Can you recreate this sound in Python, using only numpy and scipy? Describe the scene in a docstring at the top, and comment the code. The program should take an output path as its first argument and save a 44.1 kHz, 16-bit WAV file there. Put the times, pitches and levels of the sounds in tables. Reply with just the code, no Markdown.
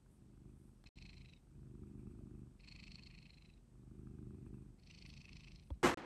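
"""A cat purring on a desk

Close to the microphone, the glottis opens and shuts about 26 times a second; each pulse excites the airway.
Outwards the purr is a deep throb; inwards it is softer, and turbulent puffs hiss through the nose.
Near the end come a soft thump and a loud scuff, both with damped ringing.
Fur rustles faintly over a low room rumble, and twice the sound drops out for a moment."""
import sys
import numpy as np
from scipy import signal
from scipy.fft import rfft, irfft, next_fast_len
from scipy.io import wavfile
from scipy.ndimage import uniform_filter1d, map_coordinates

SR = 44100
rng = np.random.default_rng(int(sys.argv[2]) if len(sys.argv) > 2 else 0)


def generate_wav(sig):
    """Save sig (samples, or channels by samples) to the path in sys.argv[1] as 16-bit PCM at SR."""
    pcm = np.round(np.clip(np.atleast_2d(sig).T, -1, 1) * 32767).astype(np.int16)
    wavfile.write(sys.argv[1], SR, pcm)


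N = 266805
TIME = np.arange(N) / SR


# outward runs: first closure t/s, rate/Hz, cycles, relative chest and throat level/dB, swell depth/dB
OUTWARD_RUNS = [(.021, 25.35, 21, -63.2, -67.3, 4), (1.432, 25.05, 29, -54.7, -57.8, 6.5),
                (3.636, 25.37, 29, -54.2, -57.2, 10)]
# inward runs: first closure t/s, rate/Hz, cycles, relative chest, throat and hiss level/dB,
# full flow, fade and cut-off t/s after that closure, top whistle f/Hz, relative whistle and sibilance level/dB
INWARD_RUNS = [(.870, 25.8, 14, -58.5, -64.5, -65, -.01, .2, .46, 4210, -2.5, -8),
               (2.608, 25.8, 26, -59, -64.3, -61.7, .075, .3, .9, 4350, -1, -9),
               (4.797, 26.25, 27, -59.7, -65.3, -64.8, .115, .61, .78, 4420, -4, -1.5)]

def purr():
    """Source and filter: glottal pulses drive the body; the chest carries the bass, the throat the rest."""
    outward = [closures(run) for run in OUTWARD_RUNS]
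    inward = [closures(run) for run in INWARD_RUNS]
    effort = np.vstack([*map(effort_out, OUTWARD_RUNS, outward), *map(effort_in, INWARD_RUNS, inward)])
    surge = amp(5.2 * bell(TIME - 0.477, width=0.03))
    chest, throat = surge * gains(effort[np.argsort(effort[:, 0])])
    throb = filtered(sum(map(throb_out, outward)) + sum(map(throb_in, inward)), body)
    bass = lowpass(throb, hz=170, power=8)
    voice = amp(-1.3) * chest * unit(bass) + amp(-1.34) * throat * unit(throb - bass)
    ticking = amp(-55.5) * np.sqrt(throat) * sum(map(fold_ticks, outward))
    breath = amp(-29.5) * throat * sum(map(sigh, outward))
    return voice + ticking + breath + hums() + sum(map(nose_hiss, INWARD_RUNS, inward))


def closures(run, jitter_s=0.00066):
    """Quasi-periodic oscillation: the times at which the folds shut, slightly uneven."""
    start, rate, count = run[:3]
    return start + np.arange(round(count)) / rate + jitter_s * rng.standard_normal(round(count))


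def effort_out(run, t, crest=0.62, sag_db=3, throat_swing=1.64):
    """Amplitude envelope that swells, then sags: rows of t/s, chest level/dB, throat level/dB."""
    chest_db, throat_db, swell_db = run[3:]
    share, length = progress(run, t)
    rising = swell_db * (1 - share / crest) ** 2
    sagging = sag_db * ((share - crest) / (1 - crest)) ** 2
    soft_ends = edge(share * length, 0.19) + edge((1 - share) * length, 0.1)
    drop_db = np.where(share < crest, rising, sagging) + 5.5 * soft_ends
    return np.column_stack([t, chest_db - drop_db, throat_db - throat_swing * drop_db])


def effort_in(run, t, floor_db=-11):
    """Amplitude as a power law of airflow: rows of t/s, chest level/dB, throat level/dB."""
    chest_db, throat_db = run[3:5]
    flow_db = np.maximum(airflow(run, t), floor_db)
    return np.column_stack([t, chest_db + 0.42 * flow_db, throat_db + 0.53 * flow_db])


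def airflow(run, t, open_db_per_s=142, fade_db_per_s=20.5, close_db_per_s=121):
    """Inward flow in dB: an exponential onset, a hold, a fade as the lungs fill, a quick release."""
    full_s, fade_s, cut_s = run[6:9]
    elapsed = t - run[0]
    return -(open_db_per_s * np.maximum(full_s - elapsed, 0)
             + fade_db_per_s * np.maximum(elapsed - fade_s, 0)
             + close_db_per_s * np.maximum(elapsed - cut_s, 0))


# spectrum of the outward throb: f/Hz, relative level/dB
THROB_OUT_SPECTRUM = [(20, -13.5), (40, 3.5), (52, 0.5), (75, -1.5), (100, -1), (127, 2.5), (172, -9),
                      (203, -1.5), (255, -9), (335, -9.5), (375, -11), (480, -35), (600, -49), (800, -39),
                      (1700, -110)]

def throb_out(shut):
    """Impulse excitation: the folds kick the airway as they part and, harder, as they meet."""
    opening = pulses(shut - 0.0158 + 0.001 * rng.standard_normal(len(shut)), scatter_db=2)
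    closing = pulses(shut - 0.0006, scatter_db=0.64)
    flutter = puffs(shut - 0.006, width=0.014, scatter_db=0.5)
    source = unit(0.68 * opening + closing) + 0.46 * unit(flutter)
    return levelled(coloured(source, THROB_OUT_SPECTRUM), shut)


# spectrum of the inward throb: f/Hz, relative level/dB
THROB_IN_SPECTRUM = [(20, -14), (40, 8), (52, -2.5), (76, -4), (102, -7), (132, -4), (188, -6),
                     (290, -20.5), (355, -19), (470, -38), (800, -38.5), (1700, -110)]

def throb_in(shut):
    """Reversed polarity: inwards the kicks are inverted, less even, and stronger on opening."""
    opening = pulses(shut - 0.0185 + 0.00088 * rng.standard_normal(len(shut)), scatter_db=3.5)
    closing = pulses(shut + 0.00556, scatter_db=3)
    flutter = puffs(shut - 0.012, width=0.011, scatter_db=2)
    source = -unit(opening + 0.63 * closing) + 0.89 * unit(flutter)
    return levelled(coloured(source, THROB_IN_SPECTRUM), shut)


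def body(f, cutoff_hz=35, lag_s=0.00974, lag_hz=180):
    """Dispersive high-pass: the bass of each kick trails its upper part, so the pitch falls."""
    phase = 2 * np.pi * lag_s * lag_hz * (1 - np.exp(-f / lag_hz))
    return np.exp(-1j * phase) * (1 - 1 / (1 + (f / cutoff_hz) ** 10))


# nasal resonances: f/Hz, bandwidth/Hz, relative level/dB with the folds open and as they snap shut
NOSE_FORMANTS = [(1060, 450, -14.5, -10.5), (2190, 480, -4, -3), (2573, 394, -1.5, 6.5),
                 (3060, 330, -7.5, -30), (3890, 570, -9, -22), (5050, 290, -15, -7), (5550, 94, -42, -25),
                 (7200, 980, -23, -14), (7990, 120, -16, -15)]
# spectrum of the broad sibilance: f/Hz, relative level/dB
SIBILANCE_SPECTRUM = [(1200, -43), (2600, 6), (3600, 1.5), (5200, 5), (6300, 0.5), (6600, -25.5),
                      (8200, -11), (10000, -32)]

def nose_hiss(run, shut):
    """Turbulence excites the nose: air rushes through open folds, spurts as they shut, then leaks."""
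    hiss_db, *_, top_hz, whistle_db, sibilance_db = run[5:]
    centres, widths, open_db, snap_db = np.transpose(NOSE_FORMANTS)

    def through_nose(flow, levels):
        formants = list(zip(centres, widths, amp(levels)))
        response = lambda f: np.sqrt(sum((gain * resonance(f, hz, w)) ** 2 for hz, w, gain in formants))
        return unit(filtered(turbulent(flow), response))

    rush = unit(swells(shut - 0.0078, width=0.0036, scatter_db=2))
    slit = swells(shut + 0.0005, width=0.0019, scatter_db=1.3)
    spurt = unit(np.hypot(slit, 0.2 * swells(shut + 0.005, width=0.004, scatter_db=1)))
    leak = 0.35 * unit(swells(shut + 0.016, width=0.011, scatter_db=1))
    hiss = unit(through_nose(np.hypot(rush, leak), open_db) + through_nose(spurt, snap_db))
    flow = np.sqrt((0.5 * rush) ** 2 + spurt ** 2 + leak ** 2)
    whistle = amp(whistle_db) * nostril_whistle(run, flow, top_hz)
    sibilance = amp(sibilance_db) * unit(coloured(turbulent(flow), SIBILANCE_SPECTRUM))
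    air = levelled(wandering_tilt(hiss + whistle + sibilance), shut)
    return brightened(air, hiss_db + airflow(run, TIME))


def nostril_whistle(run, flow, top_hz, crest=0.28, sag_hz=439):
    """Narrow-band noise on the nostril's resonance, which peaks early in the run and then sinks."""
    band = filtered(turbulent(flow), lambda f: resonance(f, 0, width=300))
    share, _ = progress(run, TIME)
    hz = top_hz - sag_hz * ((share - crest) / (1 - crest)) ** 2
    return unit(band * np.sin(2 * np.pi * np.cumsum(hz) / SR))


def wandering_tilt(hiss, depth_db=1.3, knots_per_s=20):
    """Random spectral tilt: the hiss leans to the lower or the upper nasal resonances."""
    knots = rng.standard_normal(int(TIME[-1] * knots_per_s) + 4)
    tilt_db = depth_db * map_coordinates(knots, [TIME * knots_per_s])
    low = lowpass(hiss, hz=3250, power=12)
    return amp(-tilt_db) * low + amp(tilt_db) * (hiss - low)


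def brightened(hiss, level_db, treble_db_per_db=0.47, neutral_db=-63.5):
    """Faster flow is brighter: the hiss follows its level, the treble more steeply than the rest."""
    low = lowpass(hiss, hz=6650, power=12)
    treble_gain = amp(treble_db_per_db * (level_db - neutral_db))
    return amp(level_db) * (low + treble_gain * (hiss - low))


# spectrum of the air leaving the nose: f/Hz, relative level/dB
SIGH_SPECTRUM = [(600, -8), (1200, 3), (1900, -11.5), (2550, 5), (3100, -17), (7000, -22.5), (8400, -1),
                 (9500, -13.5), (11500, -11), (13000, -29)]

def sigh(shut):
    """Pulsed turbulence: a faint puff leaves the nose in each outward cycle."""
    return levelled(coloured(puffs(shut + 0.0063, width=0.012, scatter_db=3.5), SIGH_SPECTRUM), shut)


# spectrum of the closing folds' tick: f/Hz, relative level/dB
TICK_SPECTRUM = [(300, -4.5), (700, -8.5), (1250, 0.5), (1600, -6.5), (2000, -27), (2500, -14), (3200, -32),
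                 (6000, -44)]

def fold_ticks(shut):
    """Contact noise: the moist folds meet with a tick, just after a softer, longer burst."""
    snap = unit(puffs(shut, width=0.00079, scatter_db=0.5))
    lead_in = unit(puffs(shut - 0.012, width=0.008, scatter_db=3.5))
    return levelled(coloured(snap + 0.5 * lead_in, TICK_SPECTRUM), shut)


# the strongest wet ticks in the throat: t/s, level/dB
WET_TICKS = [(.064, -70.5), (1.752, -68), (1.836, -66.5), (2.150, -71), (4.072, -66), (4.188, -67.5),
             (4.465, -70), (4.542, -74)]

def wet_ticks():
    """Adhesion: now and then the folds stick and tick more loudly."""
    envelope = sum(amp(db) * bell(TIME - s, width=0.0017) for s, db in WET_TICKS)
    return envelope * unit(coloured(rng.standard_normal(N), TICK_SPECTRUM))


# brief tones in the purr: t/s, width/s, f/Hz, level/dB
HUM_TONES = [(1.6, .05, 148, -56), (2.21, .0025, 620, -66)]

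def hums():
    """Tone bursts: soft sinusoids under Gaussian envelopes."""
    return sum(amp(db) * bell(TIME - s, width) * np.sin(2 * np.pi * hz * TIME)
               for s, width, hz, db in HUM_TONES)


# spectrum of the scrape: f/Hz, relative level/dB
GRIT_SPECTRUM = [(35, -55), (60, -9), (128, -13), (234, -1.5), (358, -2), (419, -10.5), (490, -0.5),
                 (626, -10.5), (819, -7), (1400, -12.5), (2140, -14.5), (3740, -25), (7820, -28.5),
                 (12500, -38), (16200, -55), (22000, -120)]

def scuff():
    """Friction noise: a brief grainy scrape whose treble dies first, over a ringing hollow body."""
    grains = unit(rng.standard_normal(N) * (rng.random(N) < 0.3))
    grit = unit(coloured(grains, GRIT_SPECTRUM))
    treble = grit - lowpass(grit, hz=5500, power=6)
    dulling = np.clip((TIME - 5.875) / 0.16, 0, 0.88)
    return scuff_envelope() * (grit - dulling * treble) + hollow_ring()


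def scuff_envelope(start_s=5.829, bite_s=0.0022, build_s=0.036, crest_db=-29):
    """Double-slope decay: the scuff bites, builds to a crest, dies fast and leaves a slower tail."""
    t = np.maximum(TIME - start_s, 0)
    attack = (1 - edge(t, bite_s)) * amp(crest_db - 4 * edge(t, build_s))
    dying = np.maximum(t - build_s, 0)
    return attack * np.hypot(amp(-190 * dying), amp(-13 - 57 * dying))


# modes of the hollow body: f/Hz, relative level/dB, T60/s
HOLLOW_MODES = [(240, -8, 0.38), (354, 15.5, 0.15), (480, -1, 0.18), (805, -12, 0.11), (944, -5, 0.11),
                (1051, 1, 0.22), (1142, -1, 0.3), (1315, 2, 0.33), (1654, 4, 0.17), (2080, 5.5, 0.11),
                (2920, -1.5, 0.18)]

def hollow_ring(start_s=5.836, rise_s=0.0047):
    """Free vibration: each mode of the scraped body decays exponentially."""
    t = np.maximum(TIME - start_s, 0)
    ring = sum(amp(db - 60 * t / t60) * np.sin(2 * np.pi * (hz * t + rng.random()))
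               for hz, db, t60 in HOLLOW_MODES)
    return amp(-39) * ring * (1 - np.exp(-t / rise_s))


# modes of the thump's knock: f/Hz, level/dB, T60/s
KNOCK_MODES = [(290, -41, 0.046), (544, -46.5, 0.041), (910, -42, 0.018), (1170, -63, 0.056),
               (3350, -51, 0.01)]

def thump(start_s=5.704, boom_hz=52, glide_hz=70):
    """Soft impact: damped modes give a short knock, then a boom sinks in pitch."""
    t = np.maximum(TIME - start_s, 0)
    pitch_hz = boom_hz + glide_hz * np.exp(-t / 0.015)
    phase = 2 * np.pi * np.cumsum(pitch_hz * (t > 0)) / SR
    swell = bell(np.log((t + 1e-9) / 0.019), width=0.5)  # log-normal, peaking after 19 ms
    boom = -0.5 * np.cos(phase) * swell
    knock = sum(amp(db - 60 * t / t60) * np.sin(2 * np.pi * hz * t) for hz, db, t60 in KNOCK_MODES)
    return amp(-30) * boom + knock * (1 - np.exp(-t / 0.0011))


# fur brushing on fur: t/s, width/s, level/dB
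FUR_RUSTLES = [(0.134, .045, -83), (0.641, 0.081, -84), (5.088, 0.018, -81), (5.258, .015, -88),
               (5.68, 0.04, -85.5)]

def fur():
    """Friction between hairs: faint swells of high noise."""
    spectrum = [(5000, -30), (7500, -8), (8800, 3), (11500, -1), (12600, -11)]
    envelope = sum(amp(db) * bell(TIME - s, width) for s, width, db in FUR_RUSTLES)
    return envelope * unit(coloured(rng.standard_normal(N), spectrum))


# small dry clicks: t/s, level/dB
DRY_CLICKS = [(0.84, -58.5), (5.704, -62)]

def clicks(t60=0.017):
    """Broadband transients: noise that starts at once and decays exponentially."""
    spectrum = [(200, 5), (1200, -0.5), (3300, -3.5), (4200, -7), (9000, -19)]
    envelope = sum(amp(db - 60 * np.abs(TIME - s) / t60) * (TIME > s) for s, db in DRY_CLICKS)
    return envelope * unit(coloured(rng.standard_normal(N), spectrum))


# spectrum of the background: f/Hz, relative level/dB
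ROOM_SPECTRUM = [(20, -8), (33, 0), (40, 26.5), (46, 26.5), (54, 12), (160, 14), (300, 8.5), (500, -3),
                 (1000, -9), (2000, -16), (4000, -19), (7000, -19), (8500, -17.5), (10000, -21.5),
                 (11500, -20.5), (13000, -37.5)]
# tones of the electronics: f/Hz, relative level/dB
WHINE_TONES = [(7897, -100), (8683, -99), (9211, -105)]

def room():
    """Stationary noise floor: low rumble, faint hiss and the line spectrum of the desk's electronics."""
    whine = sum(amp(db) * np.sqrt(2) * np.sin(2 * np.pi * hz * TIME) for hz, db in WHINE_TONES)
    return amp(-67.5) * unit(coloured(rng.standard_normal(N), ROOM_SPECTRUM)) + amp(2) * whine


def amp(db):
    """Decibels to amplitude ratio."""
    return 10 ** (np.asarray(db) / 20)


def unit(x):
    """Normalisation to rms 1."""
    return x / np.sqrt(np.mean(x ** 2) + 1e-20)


def levelled(x, times):
    """Normalisation to rms 1 over a run of cycles."""
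    return unit(x) * np.sqrt((times[-1] - times[0]) * SR / N)


def gains(rows):
    """Interpolation of rows of t/s, levels/dB into one gain curve per level."""
    times, *levels = np.transpose(rows)
    return [amp(np.interp(TIME, times, db)) for db in levels]


def progress(run, t):
    """Share of a run that has passed at times t, and its length in s."""
    start, rate, count = run[:3]
    length = (round(count) - 1) / rate
    return np.clip((t - start) / length, 0, 1), length


def edge(elapsed, length):
    """Linear ramp from 1 to 0."""
    return np.clip(1 - elapsed / length, 0, 1)


def bell(x, width):
    """Gaussian with standard deviation `width`."""
    return np.exp(-(x / width) ** 2 / 2)


def pulses(times, scatter_db):
    """Impulse train with log-normal amplitudes."""
    index = np.clip(np.round(times * SR).astype(int), 0, N - 1)
    return np.bincount(index, amp(scatter_db * rng.standard_normal(len(times))), N)


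def swells(times, width, scatter_db):
    """Convolution puts a Gaussian swell of uneven size around each time."""
    t = np.arange(-(SR // 20), SR // 20 + 1) / SR
    return signal.oaconvolve(pulses(times, scatter_db), bell(t, width), "same")


def turbulent(flow):
    """White noise, amplitude-modulated by a flow of air."""
    return flow * rng.standard_normal(N)


def puffs(times, width, scatter_db):
    """A noise burst around each time."""
    return turbulent(swells(times, width, scatter_db))


def resonance(f, hz, width):
    """Lorentzian gain curve centred on hz."""
    return 1 / (1 + (2 * (f - hz) / width) ** 2)


def filtered(x, response):
    """Filtering as multiplication of the spectrum by a frequency response."""
    size = next_fast_len(N + SR // 2)
    return irfft(rfft(x, size) * response(np.fft.rfftfreq(size, 1 / SR)), size)[:N]


def lowpass(x, hz, power):
    """Zero-phase low-pass; above hz the gain falls as f ** -power."""
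    return filtered(x, lambda f: 1 / (1 + (f / hz) ** power))


def coloured(x, spectrum, size=16384):
    """Minimum-phase filter through points of f/Hz, level/dB, joined on a log frequency axis."""
    hz, db = np.transpose(spectrum)
    curve_db = np.interp(np.log(np.fft.rfftfreq(size, 1 / SR) + 1), np.log(hz + 1), db)
    cepstrum = irfft(np.log(amp(curve_db)))
    cepstrum[1:size // 2] *= 2  # folding the cepstrum makes the filter causal
    cepstrum[size // 2 + 1:] = 0
    impulse_response = irfft(np.exp(rfft(cepstrum)))[:size // 2]
    return signal.oaconvolve(x, impulse_response)[:N]


def scene():
    """Superposition of all sources at one microphone."""
    return (purr() + wet_ticks() + fur() + clicks() + thump() + scuff() + room())[None]


# silences: start t/s, end t/s
SILENCES = [(.891, .957), (5.945, 5.973)]

def record(dry, notch_hz=10200, top_hz=12600):
    """Gating and filtering: two dropouts, then the microphone's narrow treble notch and band limit."""
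    live = np.prod([(TIME < start) | (TIME > end) for start, end in SILENCES], axis=0)
    gate = uniform_filter1d(live.astype(float), size=40)
    notch = lambda f: 1 - 0.95 * bell(f - notch_hz, width=280)
    band_limit = lambda f: np.clip((top_hz - f) / 200 + 0.5, 0, 1)
    return filtered(dry[0] * gate, lambda f: notch(f) * band_limit(f))[None]


dry = scene()
out = record(dry)
generate_wav(out)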